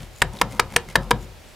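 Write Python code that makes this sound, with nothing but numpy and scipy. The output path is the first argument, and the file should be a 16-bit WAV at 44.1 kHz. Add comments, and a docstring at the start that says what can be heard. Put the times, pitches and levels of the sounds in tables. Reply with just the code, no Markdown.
"""Stamp on an ink pad

A stamp on an acrylic block is tapped six times on an ink pad in a plastic case, on a light table close by.
Each tap is a few quick contacts: short forces ring the block and case modes, noise bursts add crackle.
The table top wobbles after every push and release: decaying narrow-band noise at its modes.
Paper rustles and ticks softly (shaped noise); a short tail follows the taps, over the hush of a small room."""
import sys
import numpy as np
from scipy import signal
from scipy.fft import rfft, irfft
from scipy.io import wavfile
from scipy.ndimage import uniform_filter1d

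SR = 44100
rng = np.random.default_rng(int(sys.argv[2]) if len(sys.argv) > 2 else 0)


def attenuation_scalar(level_db):
    """Turn a level in dB into a linear amplitude multiplier (20 dB per decade)."""
    decades = np.asarray(level_db, float) / 20
    return 10 ** decades


def dump_mix(stems):
    """Bounce the given channels to the path in sys.argv[1] as a 16-bit WAV at rate SR."""
    frames = np.atleast_2d(stems).T  # one column per channel
    limited = np.clip(frames, -1, 1)  # hard clip at full scale
    pcm = np.round(limited * 32767).astype(np.int16)
    wavfile.write(sys.argv[1], SR, pcm)


N = 68355


def evened(x):
    """Scales to rms 1."""
    return x / np.sqrt(np.mean(x ** 2) + 1e-20)


def read(points, hz):
    """Reads a spectrum table on a log-frequency axis."""
    f, value = np.transpose(points)
    return np.interp(np.log(hz + 1), np.log(f + 1), value)


def add(mix, s, sound):
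    """Mixes a sound in at time s, cut at the end of the mix."""
    part = mix[max(round(s * SR), 0):][:len(sound)]
    part += sound[:len(part)]


def coloured(x, points, share=1):
    """Filters by a share of the dB values of a spectrum table."""
    n = x.shape[-1]
    gain_db = share * read(points, np.fft.rfftfreq(n, 1 / SR))
    return irfft(rfft(x) * attenuation_scalar(gain_db), n)


# modes of block and case: [f/Hz, level/dB, t60/s]
CASE_MODES = [(479.2, -1.5, 0.059), (730, -10, 0.027), (924, -2, 0.012), (1293, 0.5, 0.01),
              (1435, 0.5, 0.0089), (1720, -1, 0.013), (2127, -7, 0.0076), (2480, -7.5, 0.008),
              (3203, -2, 0.0041), (3832, -8.5, 0.011), (4860, -9.5, 0.011), (7150, -12, 0.011),
              (8500, -8.5, 0.026)]
# where each tap lands favours part of the modes: [tap start t/s, favoured f/Hz, lift/dB]
LANDINGS = [(.21, 1720, 4.5), (.40, 950, 6.5), (.59, 1020, 7), (.75, 2410, 4), (.95, 1720, 2),
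            (1.10, 900, 9.5)]
LANDING_OCTAVES = 0.47
SPOT_DB = 1.  # random mode level spread per contact


def case_ring(s, force_db, contact_ms, t):
    """The rate of change of a short sin-squared force rings decaying sine modes."""
    hz, mode_db, t60_s = np.transpose(CASE_MODES)[:, :, None]
    sign = (-1.) ** np.arange(len(CASE_MODES))[:, None]
    spot_db = SPOT_DB * rng.standard_normal((len(CASE_MODES), 1))
    _, spot_hz, lift_db = [row for row in LANDINGS if row[0] < s][-1]
    landing_db = lift_db * np.exp(-(np.log2(hz / spot_hz) / LANDING_OCTAVES) ** 2)
    level = attenuation_scalar(mode_db + landing_db + spot_db - 60 * t / t60_s)
    ring = (sign * level * np.sin(2 * np.pi * hz * t)).sum(0)
    force = np.sin(np.pi * np.minimum(t[:128] * 1000 / contact_ms, 1)) ** 2
    return attenuation_scalar(force_db) * np.convolve(ring, np.diff(force))[:len(t)]


# crackle spectrum: [f/Hz, level/dB]
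CRACK_SPECTRUM = [(800, -0.5), (2000, 4), (3500, -5.5), (6000, -7), (10000, -11), (14000, -18),
                  (16500, -45)]
# extra colour of the crackle that differs between channels: [f/Hz, level/dB]
CRACK_WIDE_SPECTRUM = [(1000, -6), (4000, -9), (8000, -3), (13000, 5.5)]
CRACK_T60_S, CRACK_WIDE_DB = 0.018, -11.5


def crackle(crack_db, t):
    """Decaying noise burst: a part common to both channels and a part that differs."""
    hiss = evened(coloured(rng.standard_normal((2, len(t))), CRACK_SPECTRUM))
    fade = attenuation_scalar(crack_db - 60 * t / CRACK_T60_S)
    wide = attenuation_scalar(CRACK_WIDE_DB) * coloured(hiss[1], CRACK_WIDE_SPECTRUM)
    return hiss[0] * fade, wide * fade


# block and case meeting, several times per tap: [t/s, force level/dB, contact/ms, crackle level/dB]
CONTACTS = [(.2178, -11.5, 0.79, -16), (.2190, -8, 0.18, -10.5), (.2222, -10.5, 0.34, -13.5),
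            (.2252, -17, 0.74, -57), (0.4129, -14, 0.89, -50), (0.4142, -8.5, 0.23, -9.5),
            (0.417, -12, 0.36, -14), (0.4201, -18.5, 0.71, -49), (.5948, -10, 0.44, -51),
            (.5964, -13.5, 0.23, -12.5), (.5980, -8, 0.27, -8.5), (.5996, -15, 0.43, -34),
            (.6035, -27, 0.27, -50), (.7603, -23, .5, -34), (0.7635, -18.5, 0.28, -10),
            (0.7629, -5, 0.17, -4), (0.7656, -10, 0.4, -42), (0.9546, -8, 0.77, -27.5),
            (0.956, -4.5, 0.27, -11), (0.9594, -13, 0.24, -21), (.9602, -16, 0.59, -15.5),
            (.9635, -17, 0.84, -30), (1.1092, -38.5, 0.63, -22.5), (1.1086, -19.5, 0.74, -11.5),
            (1.111, -17, 0.62, -17), (1.113, -7, 0.24, -19.5), (1.116, -16, 0.36, -31),
            (1.1190, -30.5, 0.47, -34)]


def case():
    """Each contact adds modal ringing and crackle; returns the common and the differing part."""
    common, wide, t = np.zeros(N), np.zeros(N), np.arange(2048) / SR
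    for s, force_db, contact_ms, crack_db in CONTACTS:
        crack, crack_wide = crackle(crack_db, t)
        add(common, s, case_ring(s, force_db, contact_ms, t) + crack)
        add(wide, s, crack_wide)
    return common, wide


# hand pushing on the table or letting it go: [t/s, push level/dB, firmness/(dB per octave)]
PUSHES = [(.0, -30, -3.5), (.035, -44, -10.5), (0.217, -27, 0), (.325, -29.5, -1), (.414, -25.5, 0),
          (0.524, -33.5, 0.5), (.596, -35, 1.5), (0.712, -32, -1.5), (0.764, -42.5, 3), (0.863, -31, -4),
          (.955, -23, 0), (1.06, -35.5, -0.5), (1.109, -21, -1.5), (1.215, -33.5, -4.5), (1.289, -41.5, -5)]
# modes of the table top: [f/Hz, level/dB, t60/s]
TABLE_MODES = [(46.82, -6, 0.51), (83.3, -14.5, 0.94), (119.7, -8.5, 0.6), (158.6, -1, 0.24),
               (188, -11, 0.22), (212.8, -4, 0.24), (266, -7, 0.16), (358, -16.5, 0.66), (518, -26, 1),
               (544, -5, 0.2), (750, -8.5, 0.28), (900, -14, 0.23), (950, -12, 0.43), (1290, -15, 0.37)]
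SWELL_S = .015  # time constant: the table takes up the push gradually
# things lying on the table make modes waver: share of pitch at 200 Hz, exponent of its growth with pitch
LOOSE_SHARE, LOOSER_EXPONENT = 0.12, 0.32


def table():
    """Every push sets the modes swinging as narrow-band noise; firm pushes reach the higher ones."""
    out, t = np.zeros(N), np.arange(SR // 2) / SR
    hz, mode_db, t60_s = np.transpose(TABLE_MODES)[:, :, None]
    f = np.fft.rfftfreq(len(t), 1 / SR)
    half_width_hz = LOOSE_SHARE * (hz / 200) ** LOOSER_EXPONENT * hz / 2
    resonance = 1 / (1 + ((f - hz) / half_width_hz) ** 2)
    for s, push_db, firm_db in PUSHES:
        hiss = rng.standard_normal((len(TABLE_MODES), len(t)))
        waver = irfft(rfft(hiss) * resonance, len(t))
        waver /= waver.std(1, keepdims=True)
        level_db = mode_db + firm_db * np.log2(hz / hz[0]) - 60 * t / t60_s
        swing = (attenuation_scalar(level_db) * waver).sum(0)
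        add(out, s, attenuation_scalar(push_db) * (1 - np.exp(-t / SWELL_S)) * swing)
    return out


# paper sliding and rubber peeling off the pad:
# [start t/s, length/s, level/dB, brightness/(dB per octave), rub peak f/Hz]
RUSTLES = [(-.06, .16, -50, 0, 600), (.11, .13, -50, 3, 7000), (.3, .14, -46, 1, 3600),
           (.47, .14, -42, 1, 2100), (.68, .1, -47, 0, 2200), (.85, .11, -45, -1, 2150),
           (1.0, .06, -52, 2, 5000), (1.17, .1, -52, 3, 7000), (1.43, .14, -56, 3, 8000)]
# rustle spectrum: [f/Hz, level/dB]
RUSTLE_SPECTRUM = [(200, -36), (500, -9.5), (1000, -9), (2100, -8.5), (3000, -11.5), (7000, -16.5),
                   (12000, -21), (16000, -38)]
GRAIN_DB = -5  # rms level flutter, sign immaterial
RUB_OCTAVES, RUB_DB = 0.13, 10.5  # half-width and height of the rub peak


def rustles():
    """Arched swells of noise with random grain, each with a narrow peak at its rubbing pitch."""
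    out = np.zeros(N)
    flutter = evened(uniform_filter1d(rng.standard_normal(N), size=150))
    grainy = rng.standard_normal(N) * attenuation_scalar(GRAIN_DB * flutter)
    for start_s, length_s, db, bright_db, hz in RUSTLES:
        colour = [(f, g + bright_db * np.log2(f / 1000)) for f, g in RUSTLE_SPECTRUM]
        rub = [(hz * 2 ** -RUB_OCTAVES, 0), (hz, RUB_DB), (hz * 2 ** RUB_OCTAVES, 0)]
        progress = np.clip((np.arange(N) / SR - start_s) / length_s, 0, 1)
        arch = np.sin(np.pi * progress) ** 2
        out += attenuation_scalar(db) * arch * evened(coloured(coloured(grainy, colour), rub))
    return out


# small sticky snaps: [t/s, level/dB, f/Hz]
TICKS = [(.0044, -25, 3500), (0.1463, -50, 1500), (0.3343, -28, 8000), (.3521, -55, 3600),
         (.3691, -28, 3580), (0.388, -20.5, 3800)]
TICK_T60_S, TICK_RISE_S, TICK_WIDTH_HZ = 0.0084, 0.0014, 2000


def ticks():
    """Each snap is a band of noise with a quick rise and decay."""
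    out, t = np.zeros(N), np.arange(1024) / SR
    for s, db, hz in TICKS:
        band = [(hz / 4, -26), (hz, 0), (hz + TICK_WIDTH_HZ, -12), (hz + 3 * TICK_WIDTH_HZ, -36)]
        hiss = evened(coloured(rng.standard_normal(len(t)), band))
        add(out, s, hiss * attenuation_scalar(db - 60 * t / TICK_T60_S) * (1 - np.exp(-t / TICK_RISE_S)))
    return out


# decay of the tail: [f/Hz, t60/s]
ROOM_DECAY = [(200, 0.51), (600, 0.1), (1500, 0.15), (4000, 0.17), (8000, 0.16), (14000, 0.094)]
# colour of the tail: [f/Hz, level/dB]
ROOM_COLOUR = [(300, 6), (1500, 1.5), (4000, -3), (8000, -7), (14000, -31)]
# part of the tail that differs between channels: [f/Hz, level/dB]
ROOM_WIDE = [(300, -11), (1500, -12.5), (4000, -6), (10000, 9)]
ROOM_DB = -16.5


def room(x):
    """Convolves with a short noisy tail, partly shared by the channels, each band dying at its own speed."""
    hz, t, z = signal.stft(rng.standard_normal((2, SR // 2)), SR, nperseg=128)
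    decay = attenuation_scalar(-60 * t / read(ROOM_DECAY, hz)[:, None])
    shared, wide = signal.istft(z * decay, SR, nperseg=128)[1]
    wide = coloured(wide, ROOM_WIDE)
    tail = np.array([shared + wide, shared - wide]) / np.linalg.norm(shared)
    return attenuation_scalar(ROOM_DB) * signal.fftconvolve(x[None], coloured(tail, ROOM_COLOUR), axes=1)[:, :N]


# background spectrum: [f/Hz, level/dB]
HUSH_SPECTRUM = [(20, -34), (40, 4.5), (120, -7.5), (300, -13), (600, -11), (1200, -19), (2300, -17.5),
                 (4400, -22.5), (9000, -29.5), (15300, -34), (16300, -48)]
HUSH_DB, HUSH_SAME = -46, 0.63  # rms level, left-right correlation


def hush():
    """Steady background noise, partly shared by both channels."""
    left, other = rng.standard_normal((2, N))
    right = HUSH_SAME * left + np.sqrt(1 - HUSH_SAME ** 2) * other
    return attenuation_scalar(HUSH_DB) * evened(coloured(np.array([left, right]), HUSH_SPECTRUM))


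# microphone pair: [f/Hz, left over right level/dB]
LEAN = [(60, 5), (180, 3), (550, 1.0), (1650, 0.5), (4970, 1.5), (15000, 6)]


def microphone_pair(near):
    """Splits the level difference unequally: left raised by 0.78 of it, right lowered by 0.22."""
    near = np.pad(near, (0, 4096))  # room for the filter response
    return np.array([coloured(near, LEAN, 0.78), coloured(near, LEAN, -0.22)])[:, :N]


def scene():
    """Case, table and paper lean left; the tail of the taps and the hush surround them."""
    taps, wide = case()
    pair = microphone_pair(taps + table() + rustles() + ticks())
    return pair + np.array([wide, -wide]) + room(taps) + hush()


def low_pass(x):
    """Removes everything above the highest recorded frequency."""
    return signal.sosfilt(signal.butter(12, 16650, fs=SR, output="sos"), x)


CEILING = 1  # full scale


def record(dry):
    """The input stage rounds off the loudest peaks by tanh saturation."""
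    mix = CEILING * np.tanh(dry / CEILING)
    return low_pass(mix)


dry = scene()
out = record(dry)
dump_mix(out)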